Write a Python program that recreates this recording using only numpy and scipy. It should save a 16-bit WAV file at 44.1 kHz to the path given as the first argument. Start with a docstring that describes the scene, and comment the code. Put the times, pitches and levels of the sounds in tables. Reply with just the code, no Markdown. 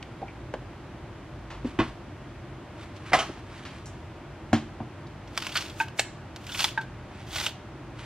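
"""In a small, lively home kitchen a stove drones while things are handled and set down on the worktop.
Then scissors crunch through a leek in several strokes, clash shut once, and slices plonk into an oiled pan.
Struck objects are sums of decaying modes with a noise clack; cutting is a crackle of tiny fractures through
the leek's spectrum; the drone is coloured noise with hum lines. Two closely spaced microphones hear
the scissors and pan close by and the worktop further off, each with a decaying room answer."""
import sys
import numpy as np
from scipy import signal
from scipy.fft import rfft, irfft, next_fast_len
from scipy.io import wavfile
from scipy.ndimage import uniform_filter1d, map_coordinates

SR = 44100
rng = np.random.default_rng(int(sys.argv[2]) if len(sys.argv) > 2 else 0)


def master_out(mix):
    """Clip the mix to full scale and print it as 16-bit PCM to the path in sys.argv[1]."""
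    frames = np.transpose(np.atleast_2d(mix))
    ceiling = np.clip(frames, -1, 1)
    pcm = np.round(ceiling * 32767).astype(np.int16)
    wavfile.write(sys.argv[1], SR, pcm)


N = 355005
T = np.arange(SR // 2) / SR  # time within one hit, s

# Spectrum of the stove and room drone. Each row: frequency in Hz, relative density in dB per Hz.
DRONE = [(20, -30.5), (38, -17), (52, -9), (75, -2), (126, 1.5), (160, -6), (260, -9), (335, -4),
         (430, -15), (720, -14), (1050, -17), (2000, -22.5), (3260, -28.5), (3900, -32.5), (6000, -38),
         (11200, -47), (15500, -62)]
# Hum lines of the drone. Each row: frequency in Hz, level in dB.
HUM = [(54, -59), (86.1, -56.5), (118.4, -57), (133, -56.5), (344.5, -63.5), (597.5, -58), (931.3, -62.5)]
# Spectrum of the deepest part of the drone. Each row: frequency in Hz, relative density in dB per Hz.
RUMBLE = [(20, -27), (38, -15), (52, 2), (66, -12), (110, -36), (300, -82)]
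# Course of that deep part. Each row: time in seconds, level in dB.
RUMBLE_LEVEL = [(0, -51), (1.9, -48.5), (2.8, -57), (8, -56)]

# Light taps of handling. Each row: start in seconds, level in dB, pitch in Hz, width in octaves, t60 in seconds.
TAPS = [(0.027, -44, 2500, 0.71, 0.023), (0.218, -39.5, 483, 0.63, 0.085), (0.224, -35, 755, 0.11, 0.091),
        (0.28, -47.5, 2200, 0.14, 0.072), (0.539, -31, 510, 0.77, 0.037), (0.55, -46, 846, 0.4, 0.023),
        (1.503, -39, 885, 1.5, 0.36), (1.646, -29.5, 287, 0.36, 0.043), (1.654, -31, 254, 0.33, 0.035),
        (2.965, -55, 4200, 0.9, 0.06), (3.293, -35.5, 310, 0.58, 0.14), (3.579, -54.5, 3500, 2.2, 0.07),
        (3.652, -40, 1790, 1.25, 0.26), (3.858, -42.5, 7300, 0.54, 0.18), (5.068, -57.5, 4470, 0.6, 0.051)]
# Things slide and rustle. Each row: start, attack, hold and release in seconds, level in dB.
RUSTLE = [(1.6, 0.07, .01, 0.16, -49.5), (1.8, 0.04, 0.048, .13, -49.5), (2.7, 0.11, .02, 0.13, -47.5),
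          (2.89, 0.074, 0.0092, 0.073, -50.5), (2.98, 0.094, 0.24, 0.22, -46), (3.3, 0.22, 0.24, 0.48, -51),
          (6.98, 0.18, 0.047, 0.078, -50), (7.93, 0.06, .08, .1, -47.5)]
# Spectrum of sliding. Each row: frequency in Hz, relative density in dB per Hz.
SLIDING = [(400, -8), (1200, 11), (3000, 7), (6000, -4), (10000, -9), (15000, -22)]

# A heavy bottle meets the worktop, edge first. Each row: start in seconds, level in dB,
# contact brightness in Hz, clack against ring in dB.
BOTTLE_HITS = [(1.7885, -18.5, 4300, -10), (1.799, -18.5, 4000, -12.5), (1.8155, -31, 2600, -5)]
# Bottle modes. Each row: frequency in Hz, relative level in dB, t60 in seconds.
BOTTLE_MODES = [(132, -6.5, 0.22), (229, -11.5, 0.2), (301, 8, 0.039), (320, 8, 0.072), (620, -19, 0.09),
                (786, -14, 0.09), (902, -9.5, 0.068), (1091, -4, 0.078), (1458, -14, .12), (1580, -20, .12),
                (2034, -14, 0.094), (2520, -11.5, 0.085), (2950, -14, 0.083), (3550, -13.5, 0.059)]
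# A plastic container clatters down on its base, then rocks onto its rim. Each row: start in seconds,
# level in dB, contact brightness in Hz, clack against ring in dB, place from 0 (base) to 1 (rim).
TUB_HITS = [(3.119, -28.5, 1500, 21, 0.6), (3.1318, -15, 8900, -2, 0.19), (3.1415, -21, 2600, -13, 0.31),
            (3.1455, -23, 980, -6, 0.1), (3.1883, -24.5, 9000, 2, 1), (3.194, -36, 13000, 12, 1),
            (3.199, -34, 7000, -4, 0.85)]
# Container modes. Each row: frequency in Hz, relative level in dB struck on the base,
# the same struck on the rim, t60 in seconds.
TUB_MODES = [(153, -6, -25, 0.13), (316, -8.5, -9, 0.14), (649.4, 0, -6, 0.17), (749, 5, 0, 0.11),
             (796, 6, -4, 0.074), (1040, 1, -14, 0.13), (1166, -5, -1, 0.15), (1277, -3, 2.5, 0.19),
             (1665, 2, -14, 0.077), (1900, -1, -17, 0.091), (2024, 13, 3, 0.035), (2430, 0, -7, 0.08),
             (2920, -9, 1, 0.15), (3190, -11, 7.5, 0.085), (5250, -8, -10, 0.11), (6200, -22, -2, 0.14)]
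# Knocks on wooden kitchen units. Each row: start in seconds, level in dB, contact brightness in Hz,
# clack against ring in dB.
WOOD_HITS = [(4.530, -15, 6200, -9), (4.802, -32, 895, -2)]
# Modes of the wooden units. Each row: frequency in Hz, relative level in dB, t60 in seconds.
WOOD_MODES = [(100.4, -3, 0.22), (133, -5.5, 0.17), (226, 5.5, 0.13), (304.4, -0.5, 0.14), (353, -2, 0.108),
              (610, 0.5, 0.034), (750, 4.5, 0.049), (1060, -21, 0.064), (1654, -1.5, 0.022),
              (2050, -21, .08)]
# The dense, high vibrations of a struck thing. Each row: frequency in Hz, relative density in dB per Hz.
CLACK = [(60, -10), (200, -4.5), (330, 2), (470, 1.5), (700, 9), (2000, 3), (3300, 0.5), (4200, -3),
         (6300, -6.5), (8000, -10), (11000, -11.5), (15500, -19)]
CRACK_DB, CRACK_T60 = 2, 0.0079  # the instant of contact stands out of the clack: dB, s

# The blades squeeze the leek, the first stalk in several goes. 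Each row: start, attack, hold and release
# in seconds, strength of the squeeze in dB, sap fizz against that strength in dB.
CUTTING = [(5.288, 0.1, 0.11, 0.09, -39, -15), (5.518, 0.036, .012, 0.267, -33, -11.5),
           (5.755, .045, 0.013, 0.068, -41.5, -4.5), (5.964, 0.032, 0.004, 0.046, -31, -6),
           (6.419, 0.19, 0.04, 0.097, -29, -8), (7.241, 0.12, 0.11, 0.064, -31.5, -11)]
STROKE_RANGE_DB = 28.5  # a stroke swells by this much over its attack and sinks by as much over its release
# Spectrum of crushed leek. Each row: frequency in Hz, relative density in dB per Hz.
CRUNCH = [(240, -35), (400, -21), (560, -8), (820, -2), (1080, -4), (1450, 1), (1820, -5), (1930, -1),
          (2880, 0.5), (3570, 0.5), (3850, -2.5), (4500, -2.5), (5600, -6.5), (10900, -19.5), (12700, -15),
          (15500, -23)]
# Whole layers of leek snap, or the blades tick. Each row: start in seconds, level in dB, rise in seconds,
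# t60 in seconds, pitch in Hz.
SNAPS = [(5.275, -54.5, 0.002, 0.062, 4500), (5.368, -45, 0.0033, 0.039, 1100),
         (5.3755, -29.5, 0.0049, 0.018, 4400), (5.376, -31.5, 0.0037, 0.04, 940),
         (5.4224, -37.5, 0.0018, 0.032, 3080), (5.4669, -33, .001, 0.04, 2480),
         (5.519, -40.5, .015, 0.053, 2900), (5.553, -25.5, 0.025, 0.11, 1830),
         (5.568, -27.5, .02, 0.044, 4100), (5.607, -38, .006, 0.091, 3000), (5.659, -47, .003, 0.057, 3100),
         (5.697, -47, .003, 0.044, 4500), (5.883, -47.5, .002, 0.019, 2940),
         (5.988, -35.5, .006, 0.033, 2180), (6.361, -44, 0.0019, 0.038, 3500),
         (6.4668, -43.5, .001, 0.058, 3500), (6.491, -39, .003, 0.1, 3200),
         (6.5188, -37.5, 0.007, 0.13, 3500), (6.546, -35, 0.0028, 0.055, 3200),
         (6.591, -27.5, .01, 0.096, 4600), (6.603, -29.5, .004, 0.04, 3520), (6.621, -38, .003, 0.05, 4400),
         (6.6419, -22.5, 0.0026, 0.028, 3640), (6.644, -28.5, 0.0055, 0.045, 1420),
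         (6.68, -38, .008, 0.068, 3730), (7.306, -47, .003, 0.12, 3320), (7.349, -43, .002, 0.07, 3590),
         (7.381, -34.5, .006, 0.074, 3400), (7.398, -34, .004, 0.08, 3500), (7.442, -40, .002, 0.03, 3500),
         (7.4628, -26.5, 0.0037, 0.052, 2800), (7.49, -42, .002, 0.056, 3200)]
SNAP_COLOUR_DB = 4  # scatter of each snap's spectrum
SNAP_PEAK_DB, SNAP_WIDTH_OCT = 6.5, 0.23  # each layer favours its own pitch
# Thin skins give way one after another while the blades press.
SKIN_GAP_S, SKIN_SCATTER = .014, 0.32  # typical gap, and its scatter as a share of the gap
SKIN_DB, SKIN_UNEVEN_DB = -10.5, 1.5  # strength against the squeeze, and its scatter
SKIN_RISE_S, SKIN_T60 = 0.0017, 0.028  # s
SKIN_HZ, SKIN_SPREAD_OCT = 3450, .4  # typical pitch and its scatter
# Response of the sap fizz. Each row: frequency in Hz, gain in dB.
FIZZ = [(2500, -26), (6000, 5.0), (13000, -7.0), (15500, -8)]

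# Slices land in the pan, the first one in two touches. Each row: start in seconds, level in dB,
# damping factor, place from 0 (side) to 1 (middle), time in seconds until the slice flops over.
DROPS = [(5.801, -22, 1.5, 0.044, 0.012), (5.8077, -23.5, 1.34, 0.29, 0.009),
         (6.7755, -22.5, 1.16, 0.71, .035)]
# Pan modes. Each row: frequency in Hz, relative level in dB struck at the side, the same struck in the middle,
# undamped t60 in seconds.
PAN_MODES = [(895, 6.5, -5.5, 0.1), (1556, 6.5, -9, 0.14), (1676, -6, -13, 0.053), (1613, -20, 8.5, 0.06),
             (1900, -22, 0, 0.025), (2544, 17.5, -31, 0.023), (3750, -12, -22, .06)]
# A slice's soft contact. Each row: frequency in Hz, relative density in dB per Hz.
PAT = [(80, -7), (260, 6), (520, -21), (900, -8), (1800, 8.5), (3000, -2), (6000, -17), (15000, -34)]
FLOP_DB, FLOP_T60 = -23, 0.092  # the wet flop: dB against the landing, s

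# The blades slip through and clash shut. Each row: start in seconds, level of the clack in dB.
CLASHES = [(5.9931, -21.5)]
# Spectrum of the clash. Each row: frequency in Hz, relative density in dB per Hz.
CLASH = [(120, -20), (350, -9), (780, 5), (1050, -12), (1500, -4), (2200, 7), (3000, 0.5), (4100, 4.5),
         (5400, -1.5), (7300, -1), (9500, -13.5), (15500, -33)]
# Faint ring of the steel blades. Each row: frequency in Hz, relative level in dB, t60 in seconds.
BLADE_MODES = [(1700, -3, 0.54), (2190, 2, .25), (2460, -3, 0.16), (2980, 4, 0.19), (3704, -9, 0.18),
               (5280, -4, 0.12), (6800, -9, 0.22), (7170, -1, 0.25), (7620, -6, 0.2), (7950, 1, .18),
               (9100, -2, 0.21)]
CLASH_T60, STEEL_DB = 0.03, -13.5  # the dry clack in s; the ring of the steel against it in dB

# Reverberation of the kitchen. Each row: frequency in Hz, t60 in seconds.
ROOM = [(100, 0.41), (500, 0.23), (2000, 0.33), (7000, 0.43), (15000, 0.15)]
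# Coherence of diffuse sound. Each row: frequency in Hz, left-right likeness from -1 to 1.
ALIKE = [(60, .9999), (150, 1), (400, 0.91), (1200, 0.91), (3000, 0.76), (5500, -0.089), (10000, -0.5)]
TOP_HZ = 15650  # upper band limit


def amp(db):
    """Logarithmic level: decibels to gain."""
    return 10 ** (np.asarray(db) / 20)


def unit(x):
    """Mean power: scale to rms 1."""
    return x / np.sqrt(np.mean(x ** 2) + 1e-20)


def punch(x):
    """Energy of a transient: scale a hit to that of a fiftieth of a second at rms 1."""
    return x / np.sqrt(np.sum(x ** 2) * 50 / SR + 1e-20)


def fade(t60):
    """Exponential decay: a fall of 60 dB in t60 seconds, no shorter than a millisecond."""
    return np.exp(-np.log(1000) * T / max(t60, 1e-3))


def burst_of_noise(envelope):
    """Random excitation: white noise shaped over one hit."""
    return rng.standard_normal(len(T)) * envelope


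def along(points, hz):
    """Logarithmic frequency scale: interpolate (Hz, value) points."""
    f, v = np.transpose(points)
    return np.interp(np.log(hz + 1), np.log(f + 1), v)


def wobble(rate):
    """Slow random modulation: a smooth curve with rate knots a second."""
    knots = rng.standard_normal(int(N * rate / SR) + 4)
    return map_coordinates(knots, [np.arange(N) * rate / SR])


def level(strokes):
    """Amplitude envelope of hand strokes: each swells, holds and dies away linearly in dB."""
    t, gain = np.arange(N) / SR, np.zeros(N)
    for s, attack, hold, release, db in strokes:
        before = np.maximum(1 - (t - s) / attack, 0)
        after = np.maximum(t - s - attack - hold, 0) / release
        gain += amp(db - STROKE_RANGE_DB * (before + after))
    return gain


def add(track, s, sound):
    """Superposition: mix a sound in at time s."""
    part = track[max(round(s * SR), 0):][:len(sound)]
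    part += sound[:len(part)]


def filtered(x, response):
    """Linear filtering: multiply the spectrum by a complex response of frequency."""
    n = x.shape[-1]
    m = next_fast_len(n + SR // 8)
    return irfft(rfft(x, m) * response(np.fft.rfftfreq(m, 1 / SR)), m)[..., :n]


def coloured(x, spectrum, size=2048):
    """Minimum phase: a causal filter with the given (Hz, dB) spectrum, by folding its cepstrum."""
    cepstrum = irfft(np.log(amp(along(spectrum, np.fft.rfftfreq(size, 1 / SR)))))
    cepstrum[1:size // 2] *= 2
    cepstrum[size // 2 + 1:] = 0
    impulse = irfft(np.exp(rfft(cepstrum)))
    return signal.fftconvolve(x, impulse)[:len(x)]


def softened(x, corner_hz):
    """Contact stiffness: a softer contact excites fewer highs, here a second-order low-pass."""
    return filtered(x, lambda hz: 1 / (1 + 1j * np.sqrt(2) * hz / corner_hz - (hz / corner_hz) ** 2))


def crackle(count, per_second, spread_db):
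    """Random impulses: tiny fractures at random moments and of very unequal sizes."""
    happens = rng.random(count) < per_second / SR
    sizes = amp(spread_db * np.clip(rng.standard_normal(count), -2, 2))
    return unit(happens * sizes * rng.choice([-1, 1], count))


def diffuse(pair):
    """Diffuse-field coherence: two unrelated signals become a sound from all sides at both microphones."""
    turn = lambda hz: np.arccos(np.clip(along(ALIKE, hz), -1, 1)) / 2
    mid, side = filtered(pair, lambda hz: np.array([np.cos(turn(hz)), np.sin(turn(hz))]))
    return np.array([mid + side, mid - side])


def room_tail():
    """Reverberation: diffuse noise that builds up, then decays at its own rate in each band."""
    hz, t, z = signal.stft(rng.standard_normal((2, len(T))), SR, nperseg=256)
    decay = np.exp(-np.log(1000) * t / along(ROOM, hz)[:, None])
    tail = signal.istft(z * decay, SR, nperseg=256)[1][:, :len(T)]
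    tail = diffuse(tail * (1 - fade(0.029)))
    return tail / np.linalg.norm(tail[0])


def placed(x, lag_ms, room_db, left_db):
    """Arrival difference and reverberation: left lags by lag_ms and is shaded in the highs; the room answers."""
    def ports(hz):
        lag = np.exp(np.outer([-1j, 1j], np.pi * hz * lag_ms / 1000))
        return lag * amp(np.outer([left_db, 0], hz / (hz + 400)))

    answer = signal.oaconvolve(x[None], room_tail(), axes=1)[:, :N]
    return filtered(x, ports) + amp(room_db) * answer


def ring(modes, damping=1, blur=0):
    """Modal superposition: decaying modes, slightly new in strength each blow; loose parts blur their pitch."""
    out = np.zeros(len(T))
    for k, (hz, db, t60) in enumerate(modes):
        # the phase wanders more for higher modes: blur is a share of the pitch
        drift = np.cumsum(rng.standard_normal(len(T))) * np.sqrt(2 * np.pi * blur * hz / SR)
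        phase = 2 * np.pi * hz * T + uniform_filter1d(drift, size=24)
        strength = (-1) ** k * amp(db + rng.normal(0, 1))
        out += strength * fade(t60 / damping) * np.sin(phase)
    return punch(out)


def struck(modes, place):
    """Modal excitation: the strength of each mode depends on where the blow lands."""
    return [(hz, first + place * (second - first), t60) for hz, first, second, t60 in modes]


def drone():
    """Broadband and tonal noise: a diffuse low rush, slightly unsteady hum lines and a deep rumble."""
    t = np.arange(N) / SR
    rush = unit(diffuse(np.array([coloured(noise, DRONE) for noise in rng.standard_normal((2, N))])))
    hum = sum(amp(db) * np.sin(2 * np.pi * hz * t + 0.34 * wobble(7.2)) for hz, db in HUM)
    rumble_gain = amp(np.interp(t, *np.transpose(RUMBLE_LEVEL)))
    rumble = rumble_gain * unit(coloured(rng.standard_normal(N), RUMBLE, size=8192))
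    return amp(-42.5) * rush + hum + rumble


def taps():
    """Damped resonance: small contacts, each in one broad resonance; the lower its pitch, the duller its top."""
    out, grid = np.zeros(N), np.geomspace(30, SR / 2, 120)
    for s, db, pitch_hz, width, t60 in TAPS:
        resonance = 1 + (np.log2(grid / pitch_hz) / width) ** 2
        dulling = np.hypot(1, grid / (8 * pitch_hz))
        shape = -20 * np.log10(resonance * dulling)
        add(out, s, amp(db) * punch(coloured(burst_of_noise(fade(t60)), np.c_[grid, shape])))
    return out


def rustle():
    """Stick and slip: things are shifted about and gripped anew, in small uneven jerks."""
    jerks = amp(2 * wobble(28) + 2 * wobble(130))
    friction = jerks * crackle(N, per_second=3000, spread_db=1.5)
    return level(RUSTLE) * unit(coloured(friction, SLIDING))


def knocks(hits, modes, clack_t60, rise, blur=0):
    """Impact excitation: each blow rings an object's low modes and a short clack of dense high ones."""
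    out = np.zeros(N)
    for s, db, bright_hz, clack_db in hits:
        envelope = fade(clack_t60) + amp(CRACK_DB) * fade(CRACK_T60)
        clack = punch(coloured(burst_of_noise(envelope), CLACK))
        blow = (ring(modes, blur=blur) + amp(clack_db) * clack) * (1 - fade(rise))
        add(out, s, amp(db) * punch(softened(blow, bright_hz)))
    return out


def bottle():
    """Modal impact: a heavy bottle meets the worktop."""
    return knocks(BOTTLE_HITS, BOTTLE_MODES, clack_t60=0.19, rise=0.0065, blur=0.02)


def tub():
    """Position-dependent modes: a plastic container clatters on its base and rocks onto its rim."""
    out = np.zeros(N)
    for *hit, place in TUB_HITS:
        out += knocks([hit], struck(TUB_MODES, place), clack_t60=0.23, rise=0.0072, blur=0.017)
    return out


def wood():
    """Heavily damped modes: knocks on wooden kitchen units."""
    return knocks(WOOD_HITS, WOOD_MODES, clack_t60=0.2, rise=0.00088)


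def squeeze():
    """Applied load: how hard the blades press, as a gain per sample."""
    return level([row[:5] for row in CUTTING])


def skins(count=200):
    """Successive failure: small snaps at uneven gaps, each following the squeeze; rows as in SNAPS."""
    scatter = SKIN_SCATTER * rng.standard_normal(count)
    times = CUTTING[0][0] + SKIN_GAP_S * (np.arange(count) + scatter)
    uneven = amp(SKIN_UNEVEN_DB * np.clip(rng.standard_normal(count), -2, 1.5))
    gains = np.interp(times, np.arange(N) / SR, squeeze()) * uneven
    pitches = SKIN_HZ * 2 ** (SKIN_SPREAD_OCT * rng.standard_normal(count))
    return [(s, 20 * np.log10(gain) + SKIN_DB, SKIN_RISE_S, SKIN_T60, hz)
            for s, gain, hz in zip(times, gains, pitches) if gain > amp(-60)]


def recoloured(spectrum, pitch_hz):
    """Spectral variation: the same spectrum with a chance offset at every point and a peak at one pitch."""
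    grid = np.geomspace(100, SR / 2, 160)
    varied = along([(hz, db + SNAP_COLOUR_DB * rng.standard_normal()) for hz, db in spectrum], grid)
    peak = SNAP_PEAK_DB / (1 + (np.log2(grid / pitch_hz) / SNAP_WIDTH_OCT) ** 2)
    return np.c_[grid, varied + peak]


def scissors():
    """Fracture noise: cells burst in clumps under the blades; a layer giving way is an avalanche of them."""
    fibres = crackle(N, per_second=2800, spread_db=4.5) * amp(3 * wobble(160))
    cut = squeeze() * amp(-3) * unit(coloured(fibres, CRUNCH))
    for s, db, rise, t60, pitch_hz in SNAPS + skins():
        burst = crackle(len(T), per_second=14000, spread_db=2) * fade(t60) * (1 - fade(rise))
        add(cut, s, amp(db) * punch(coloured(burst, recoloured(CRUNCH, pitch_hz))))
    return cut


def juice():
    """Uncorrelated sources: sap fizzes out of crushed cells; the pan scatters its treble all around."""
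    fizz = np.array([crackle(N, per_second=3200, spread_db=6.5) for _ in range(2)])
    fizz = filtered(fizz, lambda hz: amp(along(FIZZ, hz)))
    return level([(*stroke, db + fizz_db) for *stroke, db, fizz_db in CUTTING]) * unit(fizz)


def pan():
    """Damped plate modes: slices ring the base by where they land, pat and flop; slices in it damp the ring."""
    out = np.zeros(N)
    for s, db, damping, place, flop_s in DROPS:
        plonk = ring(struck(PAN_MODES, place), damping, blur=.008) * (1 - fade(0.0095))
        pat = punch(coloured(burst_of_noise(fade(0.062)), PAT))
        flop = punch(coloured(burst_of_noise(fade(FLOP_T60) * (1 - fade(0.011))), CRUNCH))
        add(out, s, amp(db) * (plonk + amp(-16.5) * pat))
        add(out, s + flop_s, amp(db + FLOP_DB) * flop)
    return out


def clash():
    """Impact of two plates: the blades shut with a dry, broad clack and a faint ring of steel."""
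    out = np.zeros(N)
    for s, db in CLASHES:
        clack = punch(coloured(burst_of_noise(fade(CLASH_T60) * (1 - fade(0.0051))), CLASH))
        add(out, s, amp(db) * (clack + amp(STEEL_DB) * ring(BLADE_MODES, blur=.035)))
    return out


def scene():
    """Superposition of sources: worktop noises further off, scissors and pan close by, over the drone."""
    right = placed(bottle() + tub() + rustle(), lag_ms=0.037, room_db=-14.0, left_db=-0.8)
    left = placed(wood() + softened(taps(), corner_hz=6000), lag_ms=-0.037, room_db=-12.5, left_db=-0.3)
    cooking = placed(scissors() + clash() + pan(), lag_ms=0.03, room_db=-16.0, left_db=-1.0)
    return right + left + cooking + juice() + drone()


def record(dry):
    """Band limitation: nothing passes at or above TOP_HZ."""
    return filtered(dry, lambda hz: hz < TOP_HZ)


dry = scene()
out = record(dry)
master_out(out)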